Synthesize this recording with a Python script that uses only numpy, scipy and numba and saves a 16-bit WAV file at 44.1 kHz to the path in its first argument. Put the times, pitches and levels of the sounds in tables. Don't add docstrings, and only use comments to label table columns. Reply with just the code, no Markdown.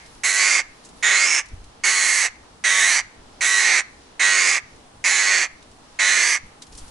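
import sys
import numpy as np
from scipy import signal
from scipy.fft import rfft, irfft
from scipy.io import wavfile
from scipy.ndimage import uniform_filter1d
from numba import njit

SR = 44100
rng = np.random.default_rng(int(sys.argv[2]) if len(sys.argv) > 2 else 0)


def pcm_store(signal):
    levels = np.round(np.clip(np.atleast_2d(signal), -1, 1) * 32767)
    wavfile.write(sys.argv[1], SR, levels.astype(np.int16).T)


def how_loud(loudness_db):
    steps = np.asarray(loudness_db, float) / 20
    return 10 ** steps


N = 304528
T = np.arange(N) / SR

# (start [s], end [s])
CAW_SPANS = [
    (.235, .64),
    (1.0264, 1.435),
    (1.8362, 2.3),
    (2.6391, 3.035),
    (3.4086, 3.835),
    (4.1952, 4.615),
    (5.041, 5.485),
    (5.9896, 6.4),
]
# (release begins [s], held pulse rate [Hz], last pulse rate [Hz], sag time [s])
CAW_PITCHES = [(.598, 414.3, 324.8, 0.087), (1.395, 408.1, 309.9, 0.079), (2.264, 402.7, 338.1, 0.068),
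               (2.993, 409, 310.5, 0.056), (3.797, 407, 330.1, .055), (4.572, 407, 325, .1),
               (5.447, 407.1, 336.6, 0.078), (6.36, 396.9, 304, 0.083)]
EFFORT = [(-19.5, -24.5, -18.5, -19, -19.5), (-18.5, -18.5, -18.5, -20.5, -21.5),
          (-17, -22, -21.5, -22.5, -21.5), (-18, -20.5, -20, -19.5, -19.5), (-19.5, -22.5, -20, -18, -19.5),
          (-18, -18, -18.5, -19, -20.5), (-18, -21, -20, -18.5, -21.5), (-17.5, -19, -19.5, -20, -22)]
GAPE = [(0.24, 0.31, 0.47, 0.63, 0.58), (.02, .08, .5, 1, .92), (0.4, 0.29, 0.33, .42, 0.4),
        (0.1, .02, .04, 0.25, 0.56), (0.11, .1, 0.26, 0.36, 0.35), (0.076, 0.2, 0.48, 0.62, 0.55),
        (0.48, 0.28, 0.35, 0.48, 0.48), (0.13, 0.17, 0.34, 0.55, 0.58)]
FACING = [(10.5, 10.5, 1, 1.5, -1), (-7, -4, -2, -0.5, 3.5), (4.5, 7, 9.5, 10, 8), (2, 3.5, 6, 6.5, 2),
          (7, 8.5, 4, -4.5, 0.5), (-4.5, -2, -3.5, 0.5, -2), (3.5, 1.5, -1, -6, -4),
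          (-6, -1.5, 0.5, 4, 6.5)]
# (third resonance [Hz], fourth resonance at onset [Hz], fourth resonance at release [Hz])
NECK = [(6550, 7860, 7830), (6590, 7300, 8180), (6470, 7830, 7980), (6350, 8300, 7980), (6330, 7610, 8270),
        (6527, 8270, 7940), (6460, 7640, 7810), (6380, 7930, 7870)]
PULL = ((.11, .12), (.05, .85))
# (frequency [Hz], level [dB])
CLICK_COLOUR = [(150, -50.5), (260, -10), (420, -2.5), (650, 0.5), (1000, 2), (3000, -2), (6000, 5),
                (11000, 1)]
# (width [Hz], lift [dB])
MOVING_RESONANCES = [(950, 18), (900, 12.5), (1100, 11), (900, 8)]
# (frequency [Hz], width [Hz], lift [dB])
STEADY_RESONANCES = [(1166, 190, 4.6), (1750, 510, 6), (2550, 2400, 5.3), (5760, 970, 3.7),
                     (7130, 340, 9.9), (8980, 2400, 6), (10580, 930, 7.1)]
# (which resonance [index], offset [Hz],
# width [Hz], lift [dB])
MOVING_GAPS = [(2, 720, 140, -9), (3, 1200, 180, -11)]
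# (beak shut [Hz], beak wide [Hz])
FIRST_HZ = (1994, 2292)
SECOND_HZ = (3654, 5440)
SPLIT_HZ = (3200, 5500, 8900)
# (level against the bass [dB], share of the facing, extra at onset [dB], extra at release [dB])
BEAM = [(-11.5, 0.083, -13.5, -7), (-6, 0.31, -2.5, -1.5), (-16, 1., -12, -9.5)]
# (frequency [Hz], left minus right [dB])
SIDE_DIFFERENCE = [(150, -.3), (500, -3), (1100, -5), (4000, -6), (8000, -4.5), (11000, -3)]
# (frequency [Hz], time to fade by 60 dB [s])
YARD_FADE = [(500, 0.46), (1100, 0.49), (2100, 0.4), (4200, 0.4), (8000, 0.13)]
# (frequency [Hz], level per Hz [dB])
TOWN_COLOUR = [(15, -31), (25, -12), (239, -11.5), (317, -9.5), (399, -13), (490, -12), (543, -15.5),
               (840, -13), (2280, -25.5), (3630, -24.5), (5900, -26.5), (10600, -33), (11500, -47),
               (15000, -88.5), (22000, -120)]
# (time [s], peak level [dB], rise [s], fall [s])
GUSTS = [
    (.17, -54, 0.072, .04),
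    (1.53, -35, .01, 0.073),
    (4.63, -53, .02, 0.032),
    (6.445, -37, 0.016, .015),
    (6.72, -47, 0.0087, .012),
    (6.752, -37, .01, .012),
    (6.8, -43, .02, .06),
]
# (time [s], peak level [dB], rise [s], fall [s])
STIRS = [
    (.15, -46, 0.16, 0.11),
    (.78, -55, 0.06, .08),
    (.99, -45, .03, 0.11),
    (5.93, -68, 0.071, .05),
    (6.47, -52, 0.027, 0.023),
    (6.85, -42, 0.092, .2),
]
# (time [s], peak level [dB], colour [Hz], length [s])
RUSTLES = [(0.059, -34.5, 5030, 0.0093), (0.1494, -31.5, 6380, 0.0032), (0.837, -40, 4110, 0.0096),
           (0.847, -32.5, 6750, 0.018), (0.887, -34, 6400, 0.0098), (0.966, -44, 9620, 0.008),
           (1.456, -34, 5880, 0.008), (1.484, -34, 5080, 0.0069), (1.4994, -44, 5250, 0.0061),
           (1.5994, -55, 4950, 0.0072), (1.6397, -34.5, 4750, 0.0066), (4.7594, -39, 5700, 0.0064),
           (5.624, -36.5, 4101, 0.0085), (5.713, -39, 4630, 0.0087), (6.619, -23.5, 4900, 0.01),
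           (6.665, -36.5, 5710, 0.011), (6.721, -36.5, 5350, 0.028), (6.748, -35, 5760, 0.022),
           (6.773, -30, 8480, 0.023), (6.778, -30, 5520, 0.019), (6.877, -34, 6280, 0.0089)]

RATIO_HELD, RATIO_LAST, RATIO_WANDER, SLIP_S = .75, .69, .01, .11
LOCK_HZ, LOCK_PHASE = 3., -.1
ROUGH_ATTACK, ROUGH_HELD, ROUGH_LAST = .5, .22, .5
ATTACK_S, ATTACK_DB, ATTACK_PITCH, ATTACK_GAPE = .012, -2, .83, 0.28
RELEASE_DB_PER_S, RELEASE_DULL_S, STOP_S, COLLAPSE_S = -450, 0.02, 0.029, .045
THIRD_SAG_HZ = 200
TOWN_DB, LEAF_DB = -46.5, -57.5
WIND_DB, WIND_DUCK_DB, WIND_SWELL_DB = -54, -5, 1
DUCK_DB, DUCK_RELEASE_S = -8, .05
TOP_HZ = 11050


def colour(x, points):
    hz, db = np.transpose(points)
    grid_hz = np.arange(1, 1026) * SR / 2048
    log_gain = np.interp(np.log(grid_hz), np.log(hz), db) * np.log(10) / 20
    cepstrum = irfft(log_gain)
    cepstrum[1:1024] *= 2
    cepstrum[1025:] = 0
    return signal.fftconvolve(x, irfft(np.exp(rfft(cepstrum))))[:len(x)]


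def unit(x):
    return x / np.sqrt(np.mean(x ** 2))


def walk(rate):
    k = int(SR / rate)
    held = np.repeat(rng.standard_normal(N // k + 1), k)
    return 1.3 * uniform_filter1d(uniform_filter1d(held, k), k)[:N]


def swells(rows):
    total = 0
    for s, db, rise, fall in rows:
        length = np.where(T < s, max(rise, .005), max(fall, .005))
        total = total + how_loud(db) * np.exp(-np.abs(T - s) / length)
    return total


@njit
def band(x, hz, width):
    y, b, l = np.empty(len(x)), 0., 0.
    for i in range(len(x)):
        g, k = np.tan(np.pi * hz[i] / SR), width / hz[i]
        v = (b + g * (x[i] - l)) / (1 + g * (g + k))
        b, l, y[i] = 2 * v - b, l + 2 * g * v, k * v
    return y


def pair(points, alike_hz):
    mid, side = (colour(rng.standard_normal(N), points) for _ in range(2))
    side = signal.sosfilt(signal.butter(1, alike_hz, "high", fs=SR, output="sos"), side)
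    return unit(np.array([mid + side, mid - side]))


def town():
    noise, out = pair(TOWN_COLOUR, alike_hz=550), 0
    edges = [110, 180, 300, 700, 1600, 3500, 7000, 12000]
    swell = walk(1.0)
    for lo, hi in zip(edges, edges[1:]):
        part = signal.sosfiltfilt(signal.butter(2, (lo, hi), "band", fs=SR, output="sos"), noise)
        out = out + part * how_loud(.6 * swell + 1.1 * walk(9))
    return unit(out) * how_loud(TOWN_DB - 2.5)


def wind(sounding):
    bumps = pair([(15, 3), (30, -0.5), (72, -2.0), (110, -5.0), (200, -19.5), (400, -30), (900, -54)],
                 alike_hz=610)
    duck_db = WIND_DUCK_DB * uniform_filter1d(sounding, size=2000)
    breeze = how_loud(WIND_DB + WIND_SWELL_DB * walk(6.7) + duck_db)
    return bumps * (breeze + swells(GUSTS)) * how_loud(-1.5 + 1.5 * walk(25))


def leaves():
    grains = how_loud(2.0 * rng.exponential(size=(2, N))) * rng.standard_normal((2, N))
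    hiss_colour = [(1500, -10), (4000, -10), (8000, -13.0), (11000, -6.0)]
    hiss = np.array([colour(g, hiss_colour) for g in grains])
    out = unit(hiss) * (how_loud(LEAF_DB) + swells(STIRS)) * how_loud(-5)
    t = T[:4000]
    for s, db, hz, length in RUSTLES:
        mid, side = rng.standard_normal((2, len(t)))
        centre = np.full(len(t), 1. * hz)
        burst = np.array([band(v, centre, 4400.0) for v in (mid + .5 * side, mid - .5 * side)])
        fade = np.minimum(t / .004, 1) * np.exp(-t / max(length, .002))
        burst = how_loud(db - 3) * burst * fade
        i = int(s * SR)
        out[:, i:i + len(t)] += burst[:, :N - i]
    return out


def yard(voice):
    t = T[:SR // 2]
    out = []
    for _ in range(2):
        tail = 0
        for f, t60 in YARD_FADE:
            ring = band(rng.standard_normal(len(t)), np.full(len(t), 1. * f), 0.82 * f)
            tail = tail + ring * how_loud(-60 * t / t60) / np.sqrt(f)
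        tail = how_loud(-22.0) * tail * np.minimum(t / 0.028, 1) / np.linalg.norm(tail)
        out.append(signal.fftconvolve(voice, tail)[:N])
    out = np.array(out)
    late = int(.66 * SR)
    out[:, :SR // 4] += how_loud(-2.0) * out[:, late:late + SR // 4]
    return out


def caw(k, t):
    start, _ = CAW_SPANS[k]
    release, held_hz, last_hz, sag_s = CAW_PITCHES[k]
    moments = np.linspace(start, release, 5)
    effort_db, gape, facing_db = (np.interp(t, moments, table[k]) for table in (EFFORT, GAPE, FACING))
    onset = np.exp(-np.maximum(t - start, 0) / ATTACK_S)
    after = np.clip(t - release, 0, .06)
    sag, slip, dull = (np.exp(np.minimum(t - release, .02) / tau) for tau in (sag_s, SLIP_S, RELEASE_DULL_S))
    hz = held_hz * (1 - (1 - ATTACK_PITCH) * onset) - (held_hz - last_hz) * sag
    hz = hz * np.exp(-after / COLLAPSE_S)
    ratio = RATIO_HELD + (RATIO_LAST - RATIO_HELD) * slip
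    rough = ROUGH_HELD + (ROUGH_ATTACK - ROUGH_HELD) * onset + (ROUGH_LAST - ROUGH_HELD) * sag
    db = effort_db + ATTACK_DB * onset + RELEASE_DB_PER_S * after - 10 * (after / STOP_S) ** 4
    beams = [level_db + share * facing_db + first_db * onset + last_db * dull
             for level_db, share, first_db, last_db in BEAM]
    gape = gape + ATTACK_GAPE * onset
    third_hz, *fourth_hz = NECK[k]
    throat = [shut + (wide - shut) * gape for shut, wide in (FIRST_HZ, SECOND_HZ)]
    throat += [third_hz - THIRD_SAG_HZ * sag, np.interp(t, (start, release), fourth_hz)]
    return np.array([hz, ratio, rough, db, *beams, *throat])


@njit
def phases(fast_hz, slow_hz, start, lock_hz, lock_phase):
    out, a, b = np.empty((2, len(fast_hz))), 0., 0.
    for i in range(len(fast_hz)):
        if start[i] > 0:
            a, b = np.ceil(a) + .85, np.ceil(b) + .2
        a += fast_hz[i] / SR
        b += (slow_hz[i] - lock_hz * np.sin(2 * np.pi * (4 * b - 3 * a - lock_phase))) / SR
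        out[0, i], out[1, i] = a, b
    return out


def pulled(own, other, pull):
    late, at = pull
    return own - late * np.cos(2 * np.pi * (other - at))


def clicks(phase, other, rough, scatter_db, jitter_s):
    i = np.flatnonzero(np.diff(np.maximum.accumulate(np.floor(phase))) > 0)
    time_chance, size_chance = rng.standard_normal((2, len(i)))
    at = i + (np.ceil(phase[i]) - phase[i]) / (phase[i + 1] - phase[i])
    at = at + time_chance * rough[i] * jitter_s * SR
    taps = np.floor(at)[:, None] + np.arange(-7, 9)
    away = taps - at[:, None]
    shape = np.sinc(away) * np.cos(away * np.pi / 16) ** 2
    size = how_loud(scatter_db * np.clip(size_chance, -2, 2) * (rough[i] + 0.08))
    apart = (other[i] + .5) % 1 - .5
    size = size * (1 - .45 * np.exp(-apart ** 2 / .006))
    places = np.clip(taps, 0, N - 1).astype(int)
    return np.bincount(places.ravel(), (shape * size[:, None]).ravel(), N)


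def throat(x, moving_hz):
    modes = [(f, w, g) for f, (w, g) in zip(moving_hz, MOVING_RESONANCES)]
    modes += [(np.full(N, 1. * f), w, g) for f, w, g in STEADY_RESONANCES]
    modes += [(moving_hz[k] + off + 120 * walk(5), w, g) for k, off, w, g in MOVING_GAPS]
    for f, width, lift_db in modes:
        x = x + (how_loud(lift_db) - 1) * band(x, f, 1. * width / np.sqrt(how_loud(lift_db)))
    return x


def crow(sounding):
    turns = np.split(T, [int((a - .1) * SR) for a, b in CAW_SPANS[1:]])
    hz, ratio, rough, db, *rows = np.hstack([caw(k, t) for k, t in enumerate(turns)])
    beams_db, moving_hz = rows[:3], rows[3:]
    ratio = ratio + RATIO_WANDER * walk(15)
    start = np.diff(sounding, prepend=0)
    fast_hz = hz * (1 + .02 * rough * walk(60))
    slow_hz = hz * ratio * (1 + .025 * rough * walk(60))
    free_fast, free_slow = phases(fast_hz, slow_hz, start, LOCK_HZ, LOCK_PHASE)
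    fast, slow = pulled(free_fast, free_slow, PULL[0]), pulled(free_slow, free_fast, PULL[1])
    fast_clicks = clicks(fast, slow, rough, scatter_db=2, jitter_s=.00009)
    slow_clicks = clicks(slow, fast, rough, scatter_db=2.5, jitter_s=.00009)
    pulses = unit(fast_clicks + slow_clicks)
    gate = .25 + np.exp(-(fast % 1) / .4) + np.exp(-(slow % 1) / .4)
    gate = gate * signal.lfilter([.001], [1, -.999], sounding)
    air = unit(colour(gate * rng.standard_normal(N), [(300, 7), (900, 5), (1600, 0), (5000, 0)]))
    source = how_loud(-8) * (.6 + rough) * air - pulses
    swell = .45 + .55 * signal.lfilter([.006], [1, -.994], sounding)
    x = throat(colour(source * sounding * swell * how_loud(db), CLICK_COLOUR), moving_hz)
    lows = [signal.sosfiltfilt(signal.butter(3, f, fs=SR, output="sos"), x) for f in SPLIT_HZ]
    parts = np.diff([0 * x, *lows, x], axis=0)
    strength = np.mean((sounding * how_loud(db)) ** 2) ** .5
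    return strength * sum(unit(p) * how_loud(g) for p, g in zip(parts, [0, *beams_db]))


def branches(voice):
    t = T[:1200]
    out = np.zeros((2, N))
    step = 7000
    for a, b in CAW_SPANS:
        for i in range(int(a * SR) - step, int(b * SR), step):
            piece = voice[i:i + 2 * step] * np.hanning(2 * step)
            both, *own = rng.standard_normal((3, len(t))) * how_loud(-60 * t / .018) * (t > .0005)
            near = 1.3 * both + np.array(own) + .7 * np.diff(own, prepend=0)
            near = near / np.linalg.norm(near, axis=1)[:, None]
            echo = signal.fftconvolve(piece[None], near, axes=1)
            out[:, i:i + echo.shape[1]] += echo
    return voice + how_loud(-7.5) * out


def scene():
    sounding = sum(1. * (T > a) * (T < b) for a, b in CAW_SPANS)
    voice = crow(sounding)
    direct = np.array([colour(v, np.array(SIDE_DIFFERENCE) * [1, side])
                       for v, side in zip(branches(voice), (.5, -.5))])
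    keep = np.exp(-1 / (DUCK_RELEASE_S * SR))
    recovering = signal.lfilter([1 - keep], [1, -keep], sounding)
    duck = how_loud(DUCK_DB * np.maximum(sounding, recovering))
    return direct + yard(voice) + duck * town() + wind(sounding) + leaves()


def band_limit(x):
    return signal.sosfilt(signal.butter(12, 12240, fs=SR, output="sos"), x)


def record(dry):
    rounded = np.tanh(dry)
    top_cut = signal.ellip(8, .2, 36, TOP_HZ, fs=SR, output="sos")
    mix = signal.sosfiltfilt(top_cut, rounded)
    return band_limit(mix)


dry = scene()
out = record(dry)
pcm_store(out)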